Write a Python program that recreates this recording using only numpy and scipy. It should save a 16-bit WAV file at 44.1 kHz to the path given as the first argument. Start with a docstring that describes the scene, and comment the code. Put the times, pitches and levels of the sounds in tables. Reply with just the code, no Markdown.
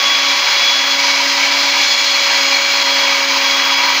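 """A hand-held masonry saw runs flat out at a brick wall. From the start its motor hums, its fan whines thinly
and the geared-down blade drones below, while rushing air and grit on the blade make a loud roar that rings in
the blade and housing, with low ringing tones near 1 kHz. Around 1.5 s the motor peaks and a fine hiss has crept
in. From 2 s the pitch sags a little under load; towards 4 s the hiss fades while the roar carries on."""
import sys
import numpy as np
from scipy import signal
from scipy.fft import rfft, irfft
from scipy.io import wavfile
from scipy.ndimage import uniform_filter1d, minimum_filter1d

SR = 44100
rng = np.random.default_rng(int(sys.argv[2]) if len(sys.argv) > 2 else 0)


def output_pcm(signal):
    """Save a mono or channel-first signal as 16-bit PCM at the path in sys.argv[1].

    Samples are clipped to [-1, 1] before scaling.
    """
    pcm = np.clip(np.atleast_2d(signal).T, -1, 1) * 32767
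    wavfile.write(sys.argv[1], SR, np.round(pcm).astype(np.int16))


N = 176400  # 4 s


def from_db(db):
    """Decibels to gain."""
    return 10 ** (np.asarray(db) / 20)


def unit_power(x):
    """Scale to an RMS of 1."""
    return x / np.sqrt(np.mean(x ** 2) + 1e-20)


def envelope(points):
    """Straight ramps between breakpoints, at every sample."""
    return np.interp(np.arange(N) / SR, *np.transpose(points))


def drift(rate_hz):
    """Random modulator of spread 1, moving mostly slower than rate_hz."""
    hz = np.arange(N // 2 + 1) * SR / N
    return unit_power(irfft(rfft(rng.standard_normal(N)) / (1 + (hz / rate_hz) ** 2), N))


def equalise(x, curve):
    """Shape a sound with a smooth EQ curve; unit power."""
    hz, db = np.transpose(curve)
    bins = np.maximum(np.arange(N // 2 + 1) * SR / N, 1)
    gain = from_db(np.interp(np.log(bins), np.log(hz), db))
    return unit_power(irfft(rfft(x) * gain, N))


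def resonate(x, hz, width_hz):
    """A steep-sided resonance from two band-passes in series; unit power."""
    r = np.exp(-np.pi * width_hz * np.sqrt(2) / SR)
    section = [1 - r, 0, r - 1, 1, -2 * r * np.cos(2 * np.pi * hz / SR), r * r]
    return unit_power(signal.sosfilt([section, section], x))


def grit(ticks_per_s=6000, spread_db=2.5, tick_share=.39, patchy_db=.5):
    """Dense ticks of grit mixed into turbulent air."""
    sizes = from_db(spread_db * np.minimum(rng.exponential(1, N), 4)) * rng.choice([-1, 1], N)
    ticks = unit_power(sizes * (rng.random(N) < ticks_per_s / SR))
    air = rng.standard_normal(N)
    return (np.sqrt(tick_share) * ticks + np.sqrt(1 - tick_share) * air) * from_db(patchy_db * drift(22))


def ringing(modes):
    """Grit and air keep a set of resonances sounding."""
    return sum(from_db(db) * resonate(grit(), hz, width) for hz, width, db in modes)


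def tone(cycles, db, flutter_db=1.3):
    """One fluttering sine locked to a shaft."""
    return np.sqrt(2) * from_db(db + flutter_db * drift(10)) * np.sin(2 * np.pi * (cycles + rng.random()))


# Fader ride of the blade's drone: t/s, level/dB
DRONE_FADER = [(0, -44), (.15, -39), (.32, -35), (.48, -55), (.75, -39), (1.05, -34.5), (1.75, -35),
               (1.95, -41.5), (2.25, -41.5), (2.45, -33.5), (2.68, -40), (2.9, -36), (3.2, -35.5),
               (4, -35.5)]
def blade_drone(blade_turns):
    """The blade drones low, at two cycles a turn."""
    return tone(2 * blade_turns, envelope(DRONE_FADER))


# Fader rides of the motor hum, the fan whine and their octaves: t/s, level/dB
HUM_FADER = [(0, -34.5), (.2, -35), (1.0, -33), (1.7, -31.5), (1.95, -36.5), (2.3, -30), (3.05, -29),
             (3.45, -31), (3.65, -33), (4, -35.5)]
HUM_OCTAVE_FADER = [(0, -27), (.42, -28.5), (.6, -34), (1.0, -34.5), (1.6, -38), (2.5, -32.5), (3.0, -36),
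                    (3.5, -29.5), (3.8, -28), (4, -30)]
WHINE_FADER = [(0, -17.5), (.1, -17), (.36, -25), (.68, -17), (1.05, -26.5), (1.4, -34), (1.56, -27.5),
               (1.8, -23), (2.0, -22), (2.3, -24), (2.5, -26), (2.78, -23.5), (3.05, -21.5), (3.28, -31),
               (3.55, -19), (3.8, -23), (4, -31)]
WHINE_OCTAVE_FADER = [(0, -38), (.9, -36), (1.3, -38), (1.8, -37), (2.0, -31), (2.75, -32), (3.0, -38),
                      (3.3, -34), (3.6, -37), (4, -39)]
# Weaker motor partials: multiple of the shaft rate, level/dB
MOTOR_PARTIALS = [(3, -38), (5, -39), (7, -41), (9, -32.5), (18, -59)]
def motor(turns, fan_blades=6, whine_flutter_db=1.5):
    """The motor hums at the shaft rate; its fan whines at the rate the fan blades pass."""
    hum = tone(turns, envelope(HUM_FADER)) + tone(2 * turns, envelope(HUM_OCTAVE_FADER))
    passes = fan_blades * turns
    whine = tone(passes, envelope(WHINE_FADER)) + tone(2 * passes, envelope(WHINE_OCTAVE_FADER))
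    overtones = sum(tone(k * turns, db, flutter_db=3) for k, db in MOTOR_PARTIALS)
    return hum + from_db(whine_flutter_db * drift(45)) * whine + overtones


# EQ of the dust's sizzle: f/Hz, relative level/dB
SIZZLE_EQ = [(9000, -50), (13900, -24), (14300, -4), (14750, 0), (15500, 0), (16000, -7)]
def dust_sizzle(start_db=-38, rise_db_per_s=.4, flicker_db=.9):
    """Dust sizzles at the very top, creeping up in level."""
    level_db = start_db + rise_db_per_s * np.arange(N) / SR + flicker_db * drift(25)
    return from_db(level_db) * equalise(grit(), SIZZLE_EQ)


# Fader ride of the scrape's fine hiss: t/s, level/dB
HISS_FADER = [(0, -52), (.8, -52), (1.35, -40), (2.0, -39), (2.5, -40), (2.9, -40), (3.4, -45), (4, -52)]
# EQ of that hiss: f/Hz, relative level/dB
HISS_EQ = [(4000, -40), (6500, -6), (7200, 4), (7650, -2), (8100, -15), (10000, -24), (16000, -40)]
def fine_hiss():
    """A thin band of grit noise near 7 kHz swells and fades above the scrape."""
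    return from_db(envelope(HISS_FADER)) * equalise(grit(), HISS_EQ)


# Fader rides of the low ringing tones, the housing and the blade: t/s, level/dB
LOW_RING_FADER = [(0, -29), (.25, -25.5), (.7, -25), (.9, -29), (1.04, -23), (1.35, -24.5), (1.75, -22),
                  (2.12, -30.5), (2.35, -25), (2.68, -32), (2.87, -19.5), (3.2, -22.5), (3.43, -23.5),
                  (3.7, -23), (3.86, -19), (4, -24.5)]
HOUSING_FADER = [(0, -24), (.2, -18), (.42, -20.5), (.57, -16.5), (.9, -23), (1.16, -14), (1.3, -22),
                 (1.42, -15.5), (1.57, -17.5), (1.74, -15), (2.1, -17.5), (2.3, -15), (2.6, -16),
                 (2.85, -17), (2.98, -16.5), (3.5, -18), (3.9, -17), (4, -18)]
BLADE_FADER = [(0, -25), (.6, -15.5), (1.25, -21), (1.6, -15), (1.95, -12), (2.25, -14.5), (2.42, -13),
               (2.6, -16), (3.0, -14.5), (3.4, -23), (4, -14)]
# Resonances of the same layers: f/Hz, width/Hz, relative level/dB
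LOW_RING = [(959.8, 31.4, -6), (1011, 31, -10), (1224, 53, -12), (885, 17, -21)]
HOUSING_RING = [(2242, 41, -9), (2323, 68, -8), (2392, 55, -21)]
BLADE_RING = [(4276, 103, -9.5), (4106, 85, -15.5)]
def ringing_parts(burst_db=1.5, burst_hz=22):
    """Air and grit ring the saw in bursts: low tones near 1 kHz, housing in the middle, blade high."""
    parts = [(LOW_RING_FADER, LOW_RING), (HOUSING_FADER, HOUSING_RING), (BLADE_FADER, BLADE_RING)]
    return sum(from_db(envelope(fader) + burst_db * drift(burst_hz)) * ringing(modes)
               for fader, modes in parts)


# Fader ride of the scrape: t/s, level/dB
SCRAPE_FADER = [(0, -18), (.3, -17.3), (.43, -18), (.65, -16.5), (.88, -19.5), (1.04, -16), (1.25, -18),
                (1.6, -17), (1.85, -15.5), (2.12, -18), (2.43, -17.5), (2.62, -19.5), (2.8, -17),
                (3.0, -18), (3.3, -18), (3.5, -18.5), (3.7, -19), (4, -18.5)]
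# EQ of the scrape: f/Hz, relative level/dB
SCRAPE_EQ = [(1500, -33), (3200, -7.5), (3550, -3.5), (3950, 2.5), (4300, 2), (4550, -1), (4800, 2),
             (5100, 1.5), (5280, -3), (5600, -2), (6300, -4.5), (6800, -10.5), (7400, -21), (8000, -29),
             (9400, -29.5), (10500, -33), (13800, -32), (16000, -33)]
# Resonances of the scrape: f/Hz, width/Hz, relative level/dB
SCRAPE_RING = [(4796, 87, -15), (5057, 130, -15.5), (6010, 70, -25)]
def scrape(trim_db=-1.06):
    """Grit scrapes on the blade: the roar's bright edge, around 4-6 kHz."""
    noise = from_db(trim_db) * equalise(grit(), SCRAPE_EQ)
    return from_db(envelope(SCRAPE_FADER)) * (noise + ringing(SCRAPE_RING))


# Fader ride of the rush: t/s, level/dB
RUSH_FADER = [(0, -17.5), (.2, -18), (.42, -17.5), (.6, -18), (.9, -19), (1.08, -18), (1.3, -19.5),
              (1.42, -17), (1.6, -18), (1.85, -17.5), (2.1, -19), (2.3, -17.5), (2.6, -18.5), (2.88, -17.5),
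              (3.15, -17.5), (3.3, -18), (3.45, -18), (4, -17.5)]
# EQ of the rush: f/Hz, relative level/dB
RUSH_EQ = [(20, -25), (70, -39.5), (130, -27.5), (240, -19.5), (380, -13), (460, -17.5), (560, -9),
           (680, -9.5), (820, -4.5), (1200, -4), (1450, -3.5), (1800, -5), (1970, 1), (2600, -0.5),
           (3000, -2.5), (3300, -0.5), (3550, -16), (5000, -19), (16000, -57)]
# Resonances of the rush: f/Hz, width/Hz, relative level/dB
RUSH_RING = [(801, 24, -22.5), (1588, 60, -16), (1780, 25, -23.5), (1964, 63, -15.5), (2806, 120, -19),
             (3160, 58, -19)]
def rush(trim_db=-.5):
    """Air and grit rush over the blade: the roar's midrange body."""
    noise = from_db(trim_db) * equalise(grit(), RUSH_EQ)
    return from_db(envelope(RUSH_FADER)) * (noise + ringing(RUSH_RING))


# Brief ducks in the roar: t/s, depth/dB
ROAR_DIPS = [(.345, 1), (1.5, 3), (1.71, 2), (1.87, 2.5), (1.965, 3.5), (2.495, 0.5), (2.84, 4),
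             (2.925, 2.5), (3.265, 3)]
def blade_roar(blade_turns, dip_width_s=.0096, chatter_db=.49, rub_depth=.032):
    """All the air and grit layers dip and chatter together, pulsing lightly once a blade turn."""
    layers = rush() + scrape() + ringing_parts() + fine_hiss() + dust_sizzle()
    t = np.arange(N) / SR
    dip_db = sum(depth * np.exp(-.5 * ((t - at) / dip_width_s) ** 2) for at, depth in ROAR_DIPS)
    chatter = from_db(chatter_db * drift(45))
    rub = 1 + rub_depth * np.sin(2 * np.pi * blade_turns)
    return from_db(-dip_db) * chatter * rub * layers


# Pitch curve of the motor shaft: t/s, f/Hz
SHAFT_RATE = [(0, 560.4), (.18, 560.3), (.35, 561.7), (.7, 560.7), (1.15, 560.8), (1.4, 563), (1.56, 565.2),
              (1.92, 563.6), (2.06, 559.2), (2.25, 559), (2.4, 555.5), (2.6, 557), (2.78, 560.8),
              (2.87, 555.5), (3.05, 556.5), (3.35, 554.7), (3.88, 558), (4, 556.5)]
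def scene(gear_ratio=4.07, wobble=.00079):
    """The motor drives the blade through a bevel gear; mono."""
    shaft_hz = envelope(SHAFT_RATE) * (1 + wobble * drift(13.7))
    turns = np.cumsum(shaft_hz) / SR
    blade_turns = turns / gear_ratio
    return (motor(turns) + blade_drone(blade_turns) + blade_roar(blade_turns))[None]


def record(dry, ceiling=.85, cutoff_hz=15550):
    """A fast limiter holds the highest peaks; the top is cut steeply."""
    gain = np.minimum(1, ceiling / (np.abs(dry) + 1e-9))
    gain = uniform_filter1d(minimum_filter1d(gain, size=129), size=129)  # hold and smooth over 3 ms
    high_cut = signal.ellip(12, .1, 80, cutoff_hz, fs=SR, output="sos")
    return signal.sosfilt(high_cut, dry * gain)


dry = scene()
out = record(dry)
output_pcm(out)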